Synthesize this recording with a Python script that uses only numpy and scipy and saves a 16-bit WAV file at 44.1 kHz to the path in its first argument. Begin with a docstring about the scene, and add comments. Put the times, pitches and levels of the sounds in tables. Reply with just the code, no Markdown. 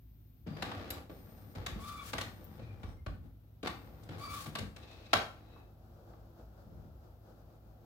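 """Inkjet printer starting up

In a small room, gears rattle, rollers rub and the print carriage makes two whining runs.
Latches and end stops knock the plastic casing, loudest as the carriage parks, and the frame rocks.
The motor drivers whistle faintly; a low hum and a soft fan go on underneath."""
import sys
import numpy as np
from scipy import signal
from scipy.fft import rfft, irfft, next_fast_len
from scipy.io import wavfile
from scipy.ndimage import uniform_filter1d

SR = 44100
rng = np.random.default_rng(int(sys.argv[2]) if len(sys.argv) > 2 else 0)


def transcribe(signal):
    """Save signal, clipped to [-1, 1], as a 16-bit WAV file at the path in sys.argv[1]."""
    frames = np.atleast_2d(signal).T
    limited = np.clip(frames, -1, 1)
    pcm = np.round(limited * 32767).astype(np.int16)
    wavfile.write(sys.argv[1], SR, pcm)


N = 346185
TIME = np.arange(N) / SR


def amp(db):
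    """Decibels to gain."""
    return 10 ** (np.asarray(db) / 20)


def unit(x):
    """Scales to rms 1."""
    return x / np.sqrt(np.mean(x ** 2) + 1e-30)


def noise(samples=N):
    """Stereo white noise."""
    return rng.standard_normal((2, samples))


def curve_at(points, hz):
    """Reads a curve on a log-frequency axis."""
    freqs, values = np.transpose(points)
    return np.interp(np.log(hz + 1), np.log(freqs), values)


def add(mix, start_s, sound):
    """Mixes a sound in at its start time."""
    part = mix[:, max(round(start_s * SR), 0):][:, :sound.shape[-1]]
    part += sound[..., :part.shape[-1]]


def shaped(x, gain):
    """Filters by a gain that is a function of frequency."""
    size = next_fast_len(x.shape[-1])
    return irfft(rfft(x, size) * gain(np.fft.rfftfreq(size, 1 / SR)), size)[..., :x.shape[-1]]


def coloured(x, eq):
    """Applies an EQ curve and scales to rms 1."""
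    return unit(shaped(x, lambda hz: amp(curve_at(eq, hz))))


def drift(rate_hz):
    """A random wander of rms 1."""
    knots = np.arange(0, N / SR + 1, 1 / (2 * rate_hz))
    return unit(np.interp(TIME, knots, rng.standard_normal(len(knots))))


def switched(rows):
    """On-off envelope with softened edges."""
    gates = sum(amp(db) * ((TIME >= start) & (TIME < end)) for start, end, db in rows)
    return uniform_filter1d(gates, size=600)


def stroke(start, length, rise_s, fade_db_per_s, surge_db=0, settle_s=0.055):
    """Envelope of one movement: rise, an optional surge that settles, hold, release."""
    out, t = np.zeros((1, N)), np.arange(SR) / SR
    db = surge_db * np.exp(-t / settle_s) - fade_db_per_s * np.maximum(t - length, 0)
    add(out, start, np.minimum(t / rise_s, 1) * amp(db))
    return out[0]


def rubs(rows):
    """Envelope of rubbing strokes that swell and die away."""
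    return np.max([amp(db) * stroke(start, length, rise_s=0.035, fade_db_per_s=193.5)
                   for start, length, db in rows], axis=0)


def tones(rows, waver_rad):
    """Steady sines whose phase wanders a little."""
    return sum(np.sqrt(2) * amp(db)
               * np.sin(2 * np.pi * (hz * TIME + rng.random()) + waver_rad * drift(2.5))
               for hz, db in rows)


def whine(times, hz, db, harmonics, jitter, flutter_db, overtone_db=3):
    """An unsteady tone along pitch and level curves; each overtone swells and fades by itself."""
    out, t = np.zeros((2, N)), np.arange(times[0], times[-1], 1 / SR)
    wobble, flutter = (unit(uniform_filter1d(row, 300)) for row in noise(len(t)))
    cycles = np.cumsum(np.interp(t, times, hz) * (1 + jitter * wobble)) / SR
    stereo_offset = np.array([[0], [1 / 6]])
    tone = 0
    for multiple, harmonic_db in harmonics:
        swell = unit(uniform_filter1d(rng.standard_normal(len(t)), size=2000, mode="wrap"))
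        gain = amp(harmonic_db + (multiple > 1) * overtone_db * swell)
        tone = tone + gain * np.cos(2 * np.pi * (multiple * cycles + stereo_offset))
    envelope = amp(np.interp(t, times, db) + flutter_db * flutter) * signal.windows.tukey(len(t), 0.1)
    add(out, times[0], unit(tone) * envelope)
    return out


# Room tone: freq_hz, gain_db
AIR_EQ = [(25, -20.5), (50, 2), (90, -3), (150, -14.5), (240, -12.5), (370, -23.5), (480, -32.5),
          (900, -39.5), (1600, -41), (3700, -42), (8000, -53.5), (11000, -46.5), (13000, -40.5),
          (15800, -38)]
# The fan's soft whoosh: freq_hz, gain_db
FAN_EQ = [(76, -36), (130, -5), (156, -6.5), (238, -0.5), (273, -15), (341, 1.5), (401, -11.5), (470, -4),
          (747, -5.5), (1010, -15.5), (1390, -14), (2040, -33.5), (4940, -29.5), (9770, -42),
          (15800, -34.5)]
# The fan's fade-up: time_s, level_db
FAN_FADE = [(0, -86), (1, -79.5), (3.55, -73), (4.2, -66.5), (5.7, -66.5), (6.05, -61), (7.85, -65)]


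def background(air_db=-59.5, rumble_db=-50.5, rumble_hz=75, left_db=1.5):
    """Room air, a fan that slowly comes up, and one dull rumble near the end."""
    air = amp(air_db) * coloured(noise(), AIR_EQ)
    fan_db = np.interp(TIME, *np.transpose(FAN_FADE)) + 2.05 * drift(10)
    fan = amp(fan_db) * coloured(noise(), FAN_EQ)
    swell = amp(rumble_db) * stroke(start=6.62, length=0.23, rise_s=0.073, fade_db_per_s=100)
    rumble = swell * unit(shaped(noise(), lambda hz: hz / (1 + (hz / rumble_hz) ** 2) ** 1.5))
    return (air + fan + rumble) * amp([[left_db], [-left_db]])


# Low hum: pitch_hz, level_db
HUM_TONES = [(53.8, -63), (80.7, -69.5), (107.6, -62), (150.7, -70.5)]
# Thin whistle of the power supply coils: pitch_hz, level_db
COIL_TONES = [(12602, -91.5), (12629, -93.5), (13583, -90)]
# The main driver holds its motor still: start_s, end_s, level_db
MAIN_DRIVER_HOLDS = [(0, 1.087, -89), (1.095, 1.546, -70.5), (2.143, 2.587, -73.5), (3.64, 4.07, -76.5)]
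# A second driver, higher and fainter: start_s, end_s, level_db
FEED_DRIVER_HOLDS = [(0, 0.45, -79), (1.55, 1.8, -77), (3.3, 3.63, -99), (4.07, 4.62, -84)]
# The main driver's hiss: freq_hz, gain_db
SIZZLE_EQ = [(3000, -10), (5500, -2.5), (7300, -14), (9400, 0), (11000, -21), (13500, 1), (15000, -27)]


def electronics(left_db=3, sizzle_db=-2):
    """Hum and coil tones run throughout; the drivers whistle and sizzle while they hold."""
    holding = switched(MAIN_DRIVER_HOLDS)
    whistle = holding * tones([(13585, 0)], waver_rad=0.7)
    whistle += switched(FEED_DRIVER_HOLDS) * tones([(14513, 0)], waver_rad=0.7)
    sizzle = holding * amp(sizzle_db + 2 * drift(25)) * coloured(noise(), SIZZLE_EQ)
    hum = tones(HUM_TONES, waver_rad=0.15)
    coils = tones(COIL_TONES, waver_rad=0.5)
    return hum + (whistle + coils) * amp([[left_db], [-left_db]]) + sizzle


# Soft squeaks of shafts and rollers: start_s, end_s, pitch_hz, peak_db
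SHAFT_SQUEAKS = [(0.467, 0.64, 4750, -66), (2.6, 2.788, 2410, -68), (2.79, 2.988, 5650, -76),
                 (2.831, 2.964, 8550, -78), (2.941, 3.045, 2100, -76), (4.2, 4.306, 4620, -54),
                 (5.398, 5.68, 3900, -75.5), (5.492, 5.703, 2600, -74)]


def squeaks(fade_db=12, relative_width=0.018):
    """Friction excites one narrow resonance, which swells and fades."""
    out = np.zeros((2, N))
    for start, end, hz, db in SHAFT_SQUEAKS:
        ring = unit(shaped(noise(SR // 2), lambda f: 1 / (1 + ((f / hz - 1) / relative_width) ** 2)))
        ring = ring[:, :round((end - start) * SR)]
        add(out, start, ring * amp(db - fade_db * abs(np.linspace(-1, 1, ring.shape[1]))))
    return out


# Roller strokes: start_s, length_s, level_db
ROLLER_RUBS = [(2.58, 0.051, -67), (4.8, 0.33, -63.5), (5.3, 0.25, -76.5)]
# Their reedy ring: freq_hz, gain_db
ROLLER_EQ = [(1500, -13), (2350, -11), (2600, -1), (2900, -14), (3400, -9.5), (3900, -5.5), (4600, -13.5),
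             (5200, -14.5), (7000, -24), (16000, -42.5)]


def rollers(flutter_db=2.5):
    """Rubber rollers rub unevenly."""
    return rubs(ROLLER_RUBS) * amp(flutter_db * drift(30)) * coloured(noise(), ROLLER_EQ)


# Harmonics of the feed's drone: multiple, gain_db
FEED_HARMONICS = [(1, 11), (2, -21), (3, -31), (4, -13)]


def paper_feed(start_s=2.58, length_s=0.42, fast_hz=139.2, slow_hz=77.9, slowing_s=0.125, level_db=-54):
    """The paper feed drones lower and lower as it slows."""
    t = np.linspace(0, length_s, 30)
    hz = slow_hz + (fast_hz - slow_hz) * np.exp(-t / slowing_s)
    return whine(start_s + t, hz, np.full_like(t, level_db), FEED_HARMONICS, jitter=0.023, flutter_db=3)


# The carriage crosses its rail: start_s, driven_s, tooth_hz, whine_db, hiss_db
CARRIAGE_RUNS = [(1.785, 0.275, 1161, -50, -60.5), (4.175, 0.25, 1159, -48, -61.5)]
# Harmonics of motor and belt: multiple, gain_db
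WHINE_HARMONICS = [(1, 2), (2, -11.5), (3, -13), (4, -21.5)]


def carriage_motor(speed_up_s=0.0603, brake_s=0.056, motor_db=1, belt_db=-7.5):
    """The motor speeds up, cruises and brakes, lower and softer when slow; the belt sings along."""
    out = np.zeros((2, N))
    for start, driven, tooth_hz, whine_db, _ in CARRIAGE_RUNS:
        t = np.linspace(0, driven, 60)
        slowness = 1 - np.minimum(np.minimum(t / speed_up_s, (driven - t) / brake_s), 1)
        db = whine_db - 16.5 * slowness
        motor_hz = tooth_hz * (1 - 0.074 * slowness)
        belt_hz = 1123 + 850 * t  # climbs as the belt's free length shortens
        out += whine(start + t, motor_hz, db + motor_db, WHINE_HARMONICS, jitter=0.014, flutter_db=1.8)
        out += whine(start + t, belt_hz, db + belt_db, WHINE_HARMONICS, jitter=0.06, flutter_db=3)
    return out


# The carriage drags harder late in each run: start_s, length_s, level_db
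RAIL_SCRAPES = [(2.03, 0.065, -54.5), (4.282, 0.15, -53.5)]
# Bright sliding hiss: freq_hz, gain_db
RAIL_EQ = [(500, -30), (900, 3), (1400, 13), (1900, 8), (4000, 10), (6000, 6), (9000, 4.5), (12000, 4),
           (16000, 2)]


def rail(gain_db=4, flutter_db=2.16, slide_on_s=0.044):
    """The carriage hisses along its rail, sliding on for a moment after the motor brakes."""
    slides = [(start, driven + slide_on_s, hiss_db) for start, driven, _, _, hiss_db in CARRIAGE_RUNS]
    rubbing = rubs(slides + RAIL_SCRAPES) * amp(flutter_db * drift(46))
    return amp(gain_db) * rubbing * coloured(noise(), RAIL_EQ)


# Resonances of the plastic panels: pitch_hz, width_hz, gain_db
CASING_MODES = [(465, 18.6, -5), (793, 50, -10.5), (1155, 84, -0.5), (1374, 81, -8), (1470, 40, -11),
                (1750, 40, -19), (2330, 77, -15), (2650, 56, -16), (3616, 380, -13.5), (3940, 230, -12.5),
                (5380, 28, -24.5), (5680, 70, -24.5)]


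def casing(x, dry_db):
    """Plastic panels ring at their modes on top of the bare excitation."""
    out = amp(dry_db) * x
    for hz, width, db in CASING_MODES:
        out += amp(db) * signal.lfilter(*signal.iirpeak(hz, hz / width, fs=SR), x)
    return out


# Short moves of the gear train: start_s, length_s, load_db, shake_db
GEAR_MOVES = [(0.46, 0.15, -56.5, -63), (0.557, 0.091, -54.5, -57), (0.645, 0.33, -51.5, -53),
              (1.1, 0.56, -63.5, -58), (1.546, 0.25, -55.5, -52), (1.72, 0.51, -62, -57),
              (2.13, 0.61, -61, -55.5), (2.58, 0.31, -63.5, -57.5), (2.83, 0.08, -61, -60),
              (3.073, 0.078, -71.5, -53), (3.227, 0.038, -71, -57), (3.64, 0.031, -48, -50.5),
              (3.72, 0.39, -62, -57.5), (4.097, 0.13, -55.5, -53), (4.249, 0.29, -60, -55.5),
              (4.582, 0.065, -61, -48.5), (4.752, 0.5, -62.5, -68.5), (5.165, 0.45, -64, -70)]
# Hollow gear rattle: freq_hz, gain_db
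RATTLE_EQ = [(120, -29.5), (200, -5), (353, 3), (393, -8), (447, -1), (848, -6), (1000, -13.5), (1180, -13),
             (2080, -20.5), (2690, -26.5), (10400, -37.5), (13900, -31.5), (15800, -51)]
# Bite of loaded teeth: freq_hz, gain_db
GRIND_EQ = [(700, -19.5), (1200, 1.5), (1700, 1.5), (2500, -0.5), (3500, -2.5), (4900, -6.5), (6000, -16),
            (9000, -40)]
# Low shudder of the frame: freq_hz, gain_db
SHAKE_EQ = [(30, -45.5), (55, -2.5), (85, 10), (130, 4), (200, 3.5), (300, -3.5), (600, -43.5)]


def gears(teeth_per_s=700, spread_db=1.5, lump_db=0.5, heavy_load_db=-50):
    """Uneven tooth impacts rattle the casing as the frame shakes; under heavy load the teeth grind."""
    teeth = rng.random(N) < teeth_per_s / SR
    impacts = teeth * amp(spread_db * np.minimum(rng.exponential(1, N), 3))
    drive = casing(unit(impacts * noise()) + noise(), dry_db=3.5)  # impacts plus steady rubbing
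    load = shaking = 0
    for start, length, load_db, shake_db in GEAR_MOVES:
        move = stroke(start, length, rise_s=0.014, fade_db_per_s=159, surge_db=5.5)
        load = np.maximum(load, amp(load_db) * move)
        shaking = np.maximum(shaking, amp(shake_db) * move)
    rattle = coloured(drive, RATTLE_EQ) * load * amp(lump_db * drift(40))
    grind = coloured(drive, GRIND_EQ) * load * (load / amp(heavy_load_db)) ** 0.66
    shake = coloured(noise(), SHAKE_EQ) * shaking
    return rattle + amp(-7) * grind + amp(-1) * shake


# Tiny latch springs: start_s, pitch_hz, level_db
SPRING_PINGS = [(0.905, 12200, -35.5), (2.444, 14000, -49.5)]


def springs(width_hz=1100, t60_s=0.051):
    """A snapping spring pings in a tight, high band."""
    out, t = np.zeros((2, N)), np.arange(4096) / SR
    for start, hz, db in SPRING_PINGS:
        ring = unit(shaped(noise(len(t)), lambda f: np.exp(-((f - hz) / width_hz) ** 2)))
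        add(out, start, amp(db - 60 * t / t60_s) * ring)
    return out


# The frame rocks on the desk: start_s, level_db, pitch_hz
FRAME_THUMPS = [(0.467, -38.5, 179), (0.507, -42, 156), (0.624, -39, 169), (0.763, -39, 67.6),
                (1.56, -39.5, 87), (1.72, -40, 68), (1.759, -44.5, 210), (2.134, -45, 110),
                (2.185, -45.5, 102), (2.832, -38, 79), (2.872, -43.5, 81), (3.064, -37, 74.7),
                (3.123, -49, 96.9), (3.631, -44, 273), (4.095, -43.5, 135), (4.471, -42, 153),
                (4.599, -43.5, 80.5), (4.625, -45.5, 190), (5.134, -44, 242), (5.142, -43.5, 100)]


def thumps(rise_s=0.0051, t60_s=0.082, shudder_gain=0.69):
    """The whole printer rocks for a few cycles on its feet."""
    out, t = np.zeros((2, N)), np.arange(SR // 4) / SR
    swing = (1 - np.exp(-t / rise_s)) * amp(-60 * t / t60_s)
    swing /= swing.max()
    for start, db, hz in FRAME_THUMPS:
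        shudder = unit(shaped(noise(len(t)), lambda f: np.exp(-np.log2((f + 1) / hz) ** 2)))
        add(out, start, amp(db) * swing * (np.sin(2 * np.pi * hz * t) + shudder_gain * shudder))
    return out


# Latches and end stops hit the casing: start_s, strength_db, thud_db, hardness_db
LATCH_KNOCKS = [(0.464, -58.5, -45, -7), (0.622, -36, -46, -1.5), (0.714, -40.5, -61, -7),
                (0.903, -51.5, -63, 8), (1.095, -54.5, -45, -6), (1.55, -65, -52, 5.5),
                (1.662, -40.5, -47.5, 2.5), (2.132, -36.5, -39, -2), (2.181, -38, -44, 0.5),
                (2.21, -41.5, -47, 2.5), (2.593, -57.5, -49.5, -5.5), (2.831, -50.5, -51.5, -5),
                (3.062, -44, -43, -5.5), (3.629, -45.5, -41, -2), (3.671, -35.5, -46, -2),
                (4.033, -78, -60, 11), (4.089, -53.5, -49.5, -1), (4.459, -48, -52, -2),
                (4.552, -39, -46, 0.5), (4.586, -45.5, -41, 3.5), (4.762, -56, -68, 3),
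                (4.911, -61.5, -64.5, 1), (5.131, -20.5, -28.5, -2.5), (5.559, -56, -62, -20),
                (6.133, -58, -57.5, -16.5)]


def knocks(attack_s=0.00057, chatter_s=0.011, buzz_db=-14, buzz_s=0.015):
    """A burst of chattering contact, then a dying buzz of loose parts; harder knocks are brighter."""
    out, t = np.zeros((2, N)), np.arange(4096) / SR
    chatter = np.exp(-(t / chatter_s) ** 6)
    buzz = amp(buzz_db) * np.exp(-t / buzz_s)
    contact = (1 - np.exp(-t / attack_s)) * (chatter + buzz)
    contact_rms = np.sqrt(np.mean(contact ** 2))
    for start, db, thud_db, hardness in LATCH_KNOCKS:
        blow = knock_blow(contact, tilt_db_per_octave=0.35 * hardness)
        bands = [((220, 650), thud_db - 2),  # thud
                 ((650, 1600), db - 1.5),  # body
                 ((1600, 4900), db - 0.5 + hardness),  # clack
                 ((5800, 17000), db - 12 + 2 * hardness)]  # tick
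        for edges_hz, band_db in bands:
            bandpass = signal.butter(3, edges_hz, "band", fs=SR, output="sos")
            band = np.array([unit(channel) for channel in signal.sosfilt(bandpass, blow)])
            add(out, start, amp(band_db) * contact_rms * band)
    return out


# Raw tone of a knock: freq_hz, gain_db
KNOCK_EQ = [(88, -23.5), (150, 2.5), (465, -10), (522, -6), (756, -8), (994, -9.5), (1140, -8),
            (1280, -9.5), (1440, -9.5), (2000, -11), (3740, -13), (5000, -17.5), (8000, -21),
            (14100, -28.5), (15800, -34.5)]


def knock_blow(contact, tilt_db_per_octave):
    """The noisy force of one contact sets the casing ringing."""
    force = shaped(noise(len(contact)),
                   lambda hz: amp(tilt_db_per_octave * np.log2(np.clip(hz, 700, 6000))))
    return casing(contact * coloured(force, KNOCK_EQ), dry_db=-3)


# The small room's decay: freq_hz, t60_s
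ROOM_DECAY = [(80, 0.61), (300, 0.3), (1000, 0.38), (4000, 0.34), (14000, 0.41)]
# The walls swallow treble: freq_hz, gain_db
ROOM_EQ = [(100, 2.5), (1200, -2.5), (3500, -4), (8000, -7), (14000, -4)]


def room(x, wet_db, predelay_s=0.008, echoes_per_s=4000):
    """Sparse reflections, different on each side, each band dying at its own speed."""
    size = SR * 6 // 10
    taps = rng.choice([-1., 1.], (2, size)) * (rng.random((2, size)) < echoes_per_s / SR)
    hz, t, spectra = signal.stft(taps, SR, nperseg=256)
    decay = amp(-60 * t / curve_at(ROOM_DECAY, hz)[:, None])
    tail = signal.istft(spectra * decay, SR, nperseg=256)[1]
    tail = np.pad(tail, ((0, 0), (round(predelay_s * SR), 0))) / np.linalg.norm(tail[0])
    tail = shaped(tail, lambda f: amp(curve_at(ROOM_EQ, f)))
    return x + amp(wet_db) * signal.fftconvolve(x, tail, axes=1)[:, :N]


# How alike left and right sound: freq_hz, coherence
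STEREO_COHERENCE = [(50, 0.88), (130, 0.92), (300, 0.71), (640, 0.59), (1400, -0.0071), (3000, -0.24),
                    (7000, 0.12), (15000, -0.27)]


def stereo_pair(x):
    """Two close microphones hear nearly the same bass and largely unrelated treble."""
    mid = shaped(x[0] + x[1], lambda hz: np.sqrt(1 + curve_at(STEREO_COHERENCE, hz)) / 2)
    side = shaped(x[0] - x[1], lambda hz: np.sqrt(1 - curve_at(STEREO_COHERENCE, hz)) / 2)
    return np.array([mid + side, mid - side])


# The printer's place in the image: freq_hz, left_minus_right_db
PRINTER_PAN = [(60, -1.5), (150, 4.5), (500, 0.2), (1200, 2.5), (4000, 4), (8000, 1.5), (13000, 5.5)]


def pan_left(x):
    """The printer stands to the left, so most bands are louder on that side."""
    return shaped(x, lambda hz: amp(curve_at(PRINTER_PAN, hz) * np.array([[0.5], [-0.5]])))


def scene():
    """The printer's hits and running gear in their room, over the bed of air, fan and hum."""
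    hits = room(knocks(), wet_db=1) + room(springs(), wet_db=-8) + room(thumps(), wet_db=-2.5)
    friction = room(gears() + rail() + rollers(), wet_db=-4.5)
    singing = room(carriage_motor() + paper_feed() + squeaks(), wet_db=-0.5)
    printer = pan_left(stereo_pair(hits + friction + singing))
    return printer + stereo_pair(background()) + electronics()


def record(dry, low_cut_hz=44, high_cut_hz=15900):
    """Steep cuts trim the deepest bass and the very top."""
    cut = signal.sosfilt(signal.butter(6, low_cut_hz, "high", fs=SR, output="sos"), dry)
    lowpass = signal.firwin(511, high_cut_hz, window=("kaiser", 9), fs=SR)
    return signal.oaconvolve(cut, lowpass[None], "same")


dry = scene()
out = record(dry)
transcribe(out)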